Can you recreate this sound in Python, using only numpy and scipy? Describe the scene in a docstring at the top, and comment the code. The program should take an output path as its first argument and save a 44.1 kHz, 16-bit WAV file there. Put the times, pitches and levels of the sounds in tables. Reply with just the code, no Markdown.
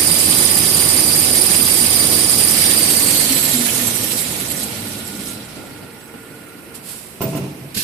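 """Rollers rumble, paper rushes and a drive whines: a paper rewinder at full speed in a factory hall,
its roll swishing once a turn. It brakes: tones slide down, the slack web drags and scuffs, bearings
knock, and the hum of the hall and its inverter remains. Air hisses through a valve, the pressure
roller thuds against its stop and rings, and a cylinder vents."""
import sys
import numpy as np
from scipy import signal
from scipy.fft import rfft, irfft, next_fast_len
from scipy.io import wavfile
from scipy.ndimage import uniform_filter1d

SR = 44100
rng = np.random.default_rng(int(sys.argv[2]) if len(sys.argv) > 2 else 0)


def pcm_store(signal):
    """Save signal as 16-bit PCM."""
    levels = np.round(np.clip(np.atleast_2d(signal), -1, 1) * 32767)
    wavfile.write(sys.argv[1], SR, levels.astype(np.int16).T)


N = 345303
TIME_S = np.arange(N) / SR
BINS_HZ = np.maximum(np.arange(N // 2 + 1) * SR / N, 1)
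TOP_HZ = 14330

# steel roller resonances: centre_hz, width_hz, gain_db
STEEL_MODES = [(4520, 380, 8), (7750, 300, 9), (10420, 300, 11), (11620, 330, 12)]


def undb(db):
    """Decibels to gain."""
    return 10 ** (np.asarray(db) / 20)


def unit(x):
    """Scale to rms 1."""
    return x / np.sqrt(np.mean(x ** 2))


def curve(points):
    """Join (freq_hz, value) points on a log-frequency axis."""
    hz, value = np.transpose(points)
    return np.interp(np.log(BINS_HZ), np.log(hz), value)


def shape(x, gain):
    """Filter with one gain per bin."""
    size = next_fast_len(N + SR // 10, True)
    padded_gain = np.interp(np.arange(size // 2 + 1) * SR / size, BINS_HZ, gain)
    return irfft(rfft(x, size) * padded_gain, size)[..., :N]


def resonances(modes):
    """Gain of a body that lifts the bands around its modes."""
    return 1 + sum(undb(db) / (1 + (2 * (BINS_HZ - hz) / width_hz) ** 2) for hz, width_hz, db in modes)


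def noise(spectrum):
    """Coloured stereo noise: bass alike at both microphone ports, treble unrelated."""
    # likeness of the ports: freq_hz, correlation
    likeness = [(30, 0), (80, 0.74), (200, 0.85), (380, 0.73), (700, 0.3), (1300, 0), (14000, 0.074)]
    gain, correlation = undb(curve(spectrum)), curve(likeness)
    mid = shape(rng.standard_normal(N), gain * np.sqrt(1 + correlation))
    side = shape(rng.standard_normal(N), gain * np.sqrt(1 - correlation))
    return np.array([mid + side, mid - side]) / np.std(mid)


def walk(rate_hz):
    """Smooth random drift, spread about 1."""
    steps = uniform_filter1d(rng.standard_normal(N // 16), size=4)
    return 2 * np.interp(TIME_S * rate_hz * 4, np.arange(len(steps)), steps)


def tone(hz, width_hz):
    """A tone widened by flutter in strength and phase."""
    phase = 2 * np.pi * np.cumsum(hz + np.zeros(N)) / SR
    return walk(width_hz) * np.cos(phase) + walk(width_hz) * np.sin(phase)


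def pan(left_minus_right_db):
    """Constant-power stereo gains."""
    return unit(undb(np.array([[left_minus_right_db], [-left_minus_right_db]]) / 2))


def bump(peak_s, half_length_s):
    """Smooth swell."""
    return np.maximum(1 - ((TIME_S - peak_s) / half_length_s) ** 2, 0) ** 2


def burst(start_s, level_db, attack_s, t60_s):
    """Linear attack, exponential decay."""
    age_s = TIME_S - start_s
    return np.clip(age_s / attack_s, 0, 1) * undb(level_db - 60 * np.maximum(age_s - attack_s, 0) / t60_s)


def line_speed(hunt_share=.0054, hunt_hz=1, hunt_peak_s=.468, hunt_fade_s=.25):
    """Share of full speed: the drive hunts gently, then the brake bites and eases to a stop."""
    # brake force: time_s, share
    brake = [(2.53, .105), (3.8, 1), (6.06, .483)]
    slowing = np.cumsum(np.interp(TIME_S, *np.transpose(brake), left=0, right=0))
    driven = np.clip(1 - (TIME_S - brake[0][0]) / hunt_fade_s, 0, 1)
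    hunting = hunt_share * driven * np.cos(2 * np.pi * hunt_hz * (TIME_S - hunt_peak_s))
    return 1 - slowing / slowing[-1] + hunting


def turns(speed, full_speed_hz=5.17):
    """Turns of the roll so far."""
    return full_speed_hz * np.cumsum(speed) / SR


def roll_pressure(speed, start_cycles=.51, oval=.04):
    """The out-of-round roll presses four times a turn, every other time harder."""
    phase = 2 * np.pi * (4 * turns(speed) + start_cycles)
    return np.cos(phase) + oval * np.cos(phase / 2)


def running(speed, full_db, exponent, idle_db):
    """Gain that grows with speed above an idle floor."""
    return np.hypot(undb(full_db) * speed ** exponent, undb(idle_db))


def rollers(speed):
    """Rollers rumble; motor tones follow the speed down through the frame's resonances."""
    # rumble: freq_hz, density_db
    spectrum = [(15, -56), (25, -79), (54, -33), (74, -9), (84, -7), (119, -0.5), (195, 0.5), (228, 1.5),
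                (362, -1), (437, -6), (493, -3.5), (1030, -13), (1500, -12), (1950, -80), (3300, -120)]
    # motor, belt and gear tones at full speed: pitch_hz, width_hz, level_db, speed_exponent
    motor = [(90.8, 1.8, -36.5, 6.6), (170.4, 14, -42, 1.6), (225.3, 10, -51.5, 1.2),
             (311.8, 12, -40.5, 1.6), (362.3, 20, -44, 1.25), (491, 18, -47, 2.6), (823, 180, -43, 5),
             (1151, 190, -42, 6.6)]
    # frame resonances: centre_hz, width_hz, gain_db
    frame_modes = [(248.4, 33, 16.5), (107, 27, 12)]
    unevenness = undb(.7 * walk(14))
    rumble = noise(spectrum) * running(speed, full_db=-27, exponent=.74, idle_db=-46.5) * unevenness
    tones = sum(undb(db) * tone(hz * speed, width_hz) * speed ** exponent
                for hz, width_hz, db, exponent in motor[1:])
    hz, width_hz, db, exponent = motor[0]
    hum_hz = hz * speed + .26 * width_hz * walk(6.36)
    hum = np.sqrt(2) * undb(db) * np.sin(2 * np.pi * np.cumsum(hum_hz) / SR) * speed ** exponent
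    return rumble + hum + shape(tones, resonances(frame_modes))


def paper_drag_db():
    """Friction of slack paper builds slowly, then slips."""
    # drags: slip_s, lift_db, build_s, release_s
    drags = [(3.16, 2.8, .3, 0.17), (3.89, 2.2, 0.8, 0.037), (4.21, 5, 0.3, 0.047), (4.635, 4, 0.38, 0.032),
             (5.29, 7.5, 0.23, 0.1)]
    return sum(np.interp(TIME_S, [slip_s - build_s, slip_s, slip_s + release_s], [0, db, 0])
               for slip_s, db, build_s, release_s in drags)


def bearings(speed):
    """Bearings roar through the guards, louder as the brake comes on and bites."""
    # roar: freq_hz, density_db
    spectrum = [(500, -6), (900, -2.5), (1100, -9), (1550, -6), (1800, 1.5), (2050, 2.5), (3000, 3.3),
                (3900, 3), (4250, 4), (5600, 1.5), (6500, -7), (8000, 2.5), (14000, -21)]
    # guard resonances: centre_hz, width_hz, gain_db
    guard_modes = [(1470, 90, -8), (1720, 110, -6), (2180, 200, -12), (3250, 200, -14), (3950, 140, -5)]
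    # brake load: peak_s, lift_db, half_length_s
    loads = [(2.672, 3.5, 0.15), (3.533, 1.5, .65)]
    load_db = sum(db * bump(peak_s, half_length_s) for peak_s, db, half_length_s in loads)
    roar = unit(shape(noise(spectrum), resonances(guard_modes)))
    return roar * running(speed, full_db=-23, exponent=.99, idle_db=-48) * undb(load_db)


def rustle(x, flutter_db=2.1, bands=16):
    """Each band flutters on its own."""
    centres_hz = TOP_HZ * np.linspace(0, 1, bands) ** 1.506
    return sum(shape(x, np.interp(BINS_HZ, centres_hz, band)) * undb(flutter_db * walk(45))
               for band in np.eye(bands))


def web(speed, pressure):
    """Paper rushes over roaring bearings; both dip as the roll presses and swell as the paper drags."""
    # paper rush: freq_hz, density_db
    spectrum = [(3000, -18.5), (6000, -0.5), (6900, -0.5), (7700, 5), (8400, 6.5), (9800, 8), (11500, 5.5),
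                (12800, 7), (14300, -4.5)]
    flutter_db = .54 * walk(40) + .49 * walk(270)
    drag_db = paper_drag_db()
    roar = bearings(speed) * undb(.18 * drag_db - .5 * pressure + flutter_db)
    rush = noise(spectrum) * running(speed, full_db=-19.5, exponent=1.5, idle_db=-51.5)
    rush *= undb(drag_db - .84 * pressure + flutter_db)
    return rustle(roar + rush) + sizzle() * undb(-25) * speed * (undb(drag_db) - 1)


def drive(speed, pressure, judder_share=.0055, throb_db=2.6, stall_share=.54, edge_hz=4150):
    """A high whine, roughened by shaft judder, throbs with the roll and radiates from the steel."""
    # whine at full speed: pitch_hz, width_hz, level_db, pan_db, extra_speed_exponent, rattle_db
    partials = [(4755, 130, -28, 1, -1, 1), (4900, 720, -27.3, 2, -1, 1.2), (5125, 170, -29.5, 5, 3, 1),
                (9235, 190, -17.6, -7, 3.8, .5), (9100, 700, -35, -5, 0, 2), (10520, 300, -33, -3, 8, 1),
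                (13880, 380, -29, 0, -.6, 2), (18480, 600, -32, 0, 0, 2), (23200, 700, -40, 0, 0, 2)]
    # the whine softens as it slides through this band
    dip_hz, dip_width_hz, dip_db = 7630, 1680, -5
    whine, rattle = 0, walk(55)
    shaft_speed = speed * (1 + judder_share * walk(80))
    for hz, width_hz, db, pan_db, exponent, rattle_db in partials:
        # a different hall path to each port
        ports = np.array([tone(hz * shaft_speed, width_hz) for _ in range(2)])
        gain = undb(db + rattle_db * rattle) * np.maximum(speed, .1) ** exponent
        whine += gain * pan(pan_db) * ports
    stall_fade = 1 - np.exp(-(speed / stall_share) ** 8)
    whine *= speed ** .57 * stall_fade * undb(throb_db * pressure - 1)
    radiation = np.sqrt(resonances(STEEL_MODES)) / (1 + (edge_hz / BINS_HZ) ** 10)
    dip = undb(dip_db * np.exp(-(2 * (BINS_HZ - dip_hz) / dip_width_hz) ** 2))
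    return shape(whine, radiation * dip)


def hall(noise_db=-41, waver_share=.008, waver_db=1.1):
    """Distant machines, and wavering inverter and fan tones."""
    # distant machines: freq_hz, density_db
    spectrum = [(25, -33), (60, -6), (120, -1.5), (220, 2.5), (450, -2), (600, -8), (1100, -11),
                (1700, -11), (2700, -9.5), (3400, -22), (5000, -62), (6500, -68), (8500, -14.5),
                (14000, -17)]
    # inverter and fans: pitch_hz, width_hz, level_db, on_s, off_s, fade_s
    tones = [(1425, 125, -48.5, 2.5, 6.9, 0.6), (1962, 600, -52, 2.5, 6.68, 0.56),
             (852, 150, -52.5, 4.4, 6.2, 0.43), (8000, 45, -54, 6, 6.33, .1),
             (213.3, 61, -36.5, 4.5, 5.42, 0.28), (110.2, 50, -44, 4, 5.9, 0.95),
             (288.5, 32, -48, 1, 6.6, .3), (455, 18, -51, 1, 6.9, .2)]
    out = noise(spectrum) * undb(noise_db + .5 * walk(4.8))
    for hz, width_hz, db, on_s, off_s, fade_s in tones:
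        gate = np.clip(np.minimum(TIME_S - on_s, off_s - TIME_S) / fade_s + .5, 0, 1)
        waver_hz = min(waver_share * hz, width_hz / 2) * walk(7)
        out += undb(db + waver_db * walk(16)) * gate * tone(hz + waver_hz, width_hz)
    return out


def swishes(speed, full_db=-15, rise_s=.003, decay_s=.008):
    """A swish each turn, then paper scuffs and one late swish of the coasting roll; all ring the steel."""
    # swish: freq_hz, density_db
    spectrum = [(500, -30), (2500, -7), (4200, -7), (5500, -20), (6900, -2), (7600, 3), (8400, -10),
                (10400, -9), (11500, 2), (12300, -10), (14000, -12), (16000, -40)]
    # paper scuffs and one late swish of the coasting roll: peak_s, level_db, half_length_s
    swells = [(2.932, -26, 0.038), (3.878, -16, 0.018), (4.041, -23, 0.013), (4.217, -22.5, .012),
              (4.404, -26, .012), (4.519, -21, .012), (4.638, -25, .014)]
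    strokes, turned = 0, turns(speed)
    for turn_s in np.interp(np.arange(1, turned[-1]), turned, TIME_S):
        age_s = TIME_S - turn_s
        strokes += np.clip(age_s / rise_s + 2, 0, 1) * np.exp(-np.maximum(age_s, 0) / decay_s)
    swelling = sum(undb(db) * bump(peak_s, half_length_s) for peak_s, db, half_length_s in swells)
    hiss = unit(shape(noise(spectrum), resonances(STEEL_MODES)))
    return hiss * (undb(full_db) * speed * strokes + swelling)


def sizzle(ticks_per_s=350, centre_hz=8600, spread_octaves=.42, t60_s=.016, scatter_db=4):
    """Dragged paper fibres catch and snap free: tiny pitched ticks."""
    out, age_s = np.zeros((2, N)), TIME_S[:int(t60_s * SR)]
    count = int(ticks_per_s * N / SR)
    starts = rng.integers(0, N - len(age_s), count)
    for start, (pitch, size, side) in zip(starts, rng.standard_normal((count, 3))):
        hz = min(centre_hz * 2 ** (spread_octaves * pitch), .45 * SR)
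        tick = undb(scatter_db * size - 60 * age_s / t60_s) * np.sin(2 * np.pi * hz * age_s)
        out[:, start:start + len(age_s)] += pan(6 * side) * tick
    return unit(out)


def knocks(attack_s=.0047):
    """Coasting rollers knock dully in their bearings."""
    # knock: freq_hz, density_db
    spectrum = [(70, -26), (150, -1), (280, -2.5), (420, -12), (650, -12), (1000, -25), (2500, -23),
                (6000, -44)]
    # knocks: start_s, level_db, t60_s
    hits = [(5.566, -33, 0.92), (5.822, -34.5, 0.11), (6.136, -29.5, .11), (6.301, -38, 0.13)]
    return noise(spectrum) * sum(burst(start_s, db, attack_s, t60_s) for start_s, db, t60_s in hits)


def air_valves(rumble_db=-16):
    """Air hisses through the lift valve; later the exhaust valve knocks open, blasts and rumbles."""
    # lift valve puffs: start_s, level_db, attack_s, t60_s
    puffs = [(6.738, -32, 0.015, 0.16), (6.81, -32, 0.091, 0.99), (7.209, -30, .014, 0.15),
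             (7.24, -39, 0.053, 0.75), (7.356, -34.5, 0.02, 0.062)]
    # lift valve hiss: freq_hz, density_db
    hiss_spectrum = [(1500, -12), (3500, -7), (5000, -5), (6300, -11), (8000, 0.5), (10500, -0.5),
                     (12500, -3), (14300, -8.5)]
    # exhaust cracks open, then opens fully: start_s, level_db, attack_s, t60_s
    blasts = [(7.742, -28, .006, 1), (7.762, -22.5, 0.011, 0.97)]
    # exhaust jet: freq_hz, density_db
    blast_spectrum = [(350, -61), (600, -21), (990, -18), (1090, -3), (1390, -35), (1510, -3), (1960, -8),
                      (2730, -1.5), (4940, 2), (6270, -3), (11600, 3), (14000, -4)]
    # exhaust port resonances: centre_hz, width_hz, gain_db
    port_modes = [(1750, 250, -3), (2680, 300, -3), (4300, 600, -4), (9000, 500, -6)]
    # exhaust valve body: freq_hz, density_db
    body_spectrum = [(30, -12), (60, -4), (100, -1), (170, 4), (380, -3), (480, -6), (620, -22),
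                     (1200, -26)]
    flutter = undb(.9 * walk(120))
    lift_flow = np.sqrt(sum(burst(*row) ** 2 for row in puffs))
    exhaust_flow = np.sqrt(sum(burst(*row) ** 2 for row in blasts))
    blast = shape(noise(blast_spectrum), resonances(port_modes)) + undb(rumble_db) * noise(body_spectrum)
    hiss = noise(hiss_spectrum)
    knock = noise(body_spectrum) * burst(start_s=7.76, level_db=-25.5, attack_s=.008, t60_s=.13)
    return flutter * (hiss * lift_flow + blast * exhaust_flow) + knock


def thuds(ring_db=-5, clatter_db=-5, clatter_t60_s=.5, hall_db=-15, hall_t60_s=1.6, clank_t60_s=.1):
    """The roller hits its stop: soft blows ring low modes, hard ones clank and shake loose parts."""
    # hit and rebounds: start_s, level_db, contact_s, clank_db
    blows = [(7.205, -22.5, 0.0012, -44), (7.215, -20, 0.0014, -29), (7.243, -11, 0.0096, -38),
             (7.328, -23, .0022, -41), (7.348, -20.5, 0.0023, -36), (7.369, -18, 0.0049, -34),
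             (7.436, -30.5, 0.0017, -43), (7.605, -16.5, .012, -75)]
    # roller and arm modes: pitch_hz, level_db, t60_s
    arm_modes = [(95.5, -17, 0.55), (136.8, 1.5, 0.37), (151, -3.5, 0.39), (172, -22, 0.47), (189, -12, 1),
                 (253, -10.5, 0.91), (305.6, -5, 0.63), (375.5, 3.5, 0.25), (401, -1.5, 0.36),
                 (494, -8, 0.3), (580, -9, .35), (654, 2.5, 0.37), (910, -8, 0.4), (1026, 0, 0.14),
                 (1365, -8, 0.19), (2514, -12, .3), (2830, -12, .3)]
    # loose parts: freq_hz, density_db
    clatter_spectrum = [(40, -32), (80, -4), (150, 5.5), (400, -2.5), (700, -7), (1100, -14), (1700, -23),
                        (2700, -13.5), (3200, -24), (6000, -21.5), (12000, -47)]
    # steel-on-steel contact: freq_hz, density_db
    crack_spectrum = [(500, -14), (1500, 1), (4000, -6), (12000, -10)]
    # short-lived modes of the stop: centre_hz, width_hz, gain_db
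    stop_modes = [(1040, 60, 10), (1400, 110, 11), (2280, 120, 8), (2650, 70, 9), (2870, 80, 17),
                  (3600, 120, 5)]
    ring, clatter_power = np.zeros(N), np.zeros(N)
    hz, mode_db, t60_s = np.transpose(arm_modes)[:, :, None]
    detunings = 1 + .0073 * rng.uniform(-1, 1, (len(blows), len(arm_modes), 1))
    for (start_s, db, contact_s, _), detuning in zip(blows, detunings):
        start = int(start_s * SR)
        age_s = TIME_S[:N - start]
        rise = undb(db) * np.minimum(age_s / (2 * contact_s), 1)
        contact_lowpass = 1 / (1 + (hz * contact_s / 2) ** 2)
        modes = undb(mode_db - 60 * age_s / t60_s) * np.sin(2 * np.pi * hz * detuning * age_s)
        ring[start:] += rise * (contact_lowpass * modes).sum(axis=0)
        hardness = 1 / (1 + (contact_s / .0028) ** 2)
        decay = undb(clatter_db - 60 * age_s / clatter_t60_s) + undb(hall_db - 60 * age_s / hall_t60_s)
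        clatter_power[start:] += (rise * hardness * decay) ** 2
    clatter = np.sqrt(clatter_power) * noise(clatter_spectrum)
    clank = unit(shape(noise(crack_spectrum), resonances(stop_modes)))
    clank *= sum(burst(start_s, db, contact_s, clank_t60_s) for start_s, _, contact_s, db in blows)
    return undb(ring_db) * ring + clatter + clank


def ping(pitch_hz=14250, width_hz=140, attack_s=.0055, t60_s=.16):
    """A thin, very high ring as the roller meets its stop and again as it settles."""
    # contacts: start_s, level_db
    contacts = [(7.214, -19), (7.355, -35)]
    return tone(pitch_hz, width_hz) * sum(burst(start_s, db, attack_s, t60_s) for start_s, db in contacts)


def scene():
    """The machine runs, stops and lifts its pressure roller."""
    speed = line_speed()
    pressure = roll_pressure(speed)
    machine = rollers(speed) + web(speed, pressure) + swishes(speed) + drive(speed, pressure) + knocks()
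    return machine + hall() + air_valves() + thuds() + ping()


def record(dry, ceiling=.92):
    """A phone with its left port shaded from the treble; peaks are rounded, the top cut steeply."""
    # port shading: freq_hz, left_minus_right_db
    shading = [(100, -.5), (380, -1), (700, -2.5), (1270, -5), (2500, -8.5), (3200, -3), (4400, -1),
               (6100, -1), (7300, -6), (8100, -10), (8600, -17), (11000, -20), (14000, -20)]
    ratio = undb(curve(shading))
    right_gain = np.sqrt(2 / (1 + ratio ** 2))
    heard = np.array([shape(dry[0], ratio * right_gain), shape(dry[1], right_gain)])
    rounded = heard / (1 + (heard / ceiling) ** 8) ** (1 / 8)
    lowpass = signal.ellip(10, .1, 60, TOP_HZ, fs=SR, output="sos")
    return signal.sosfiltfilt(lowpass, rounded)


dry = scene()
out = record(dry)
pcm_store(out)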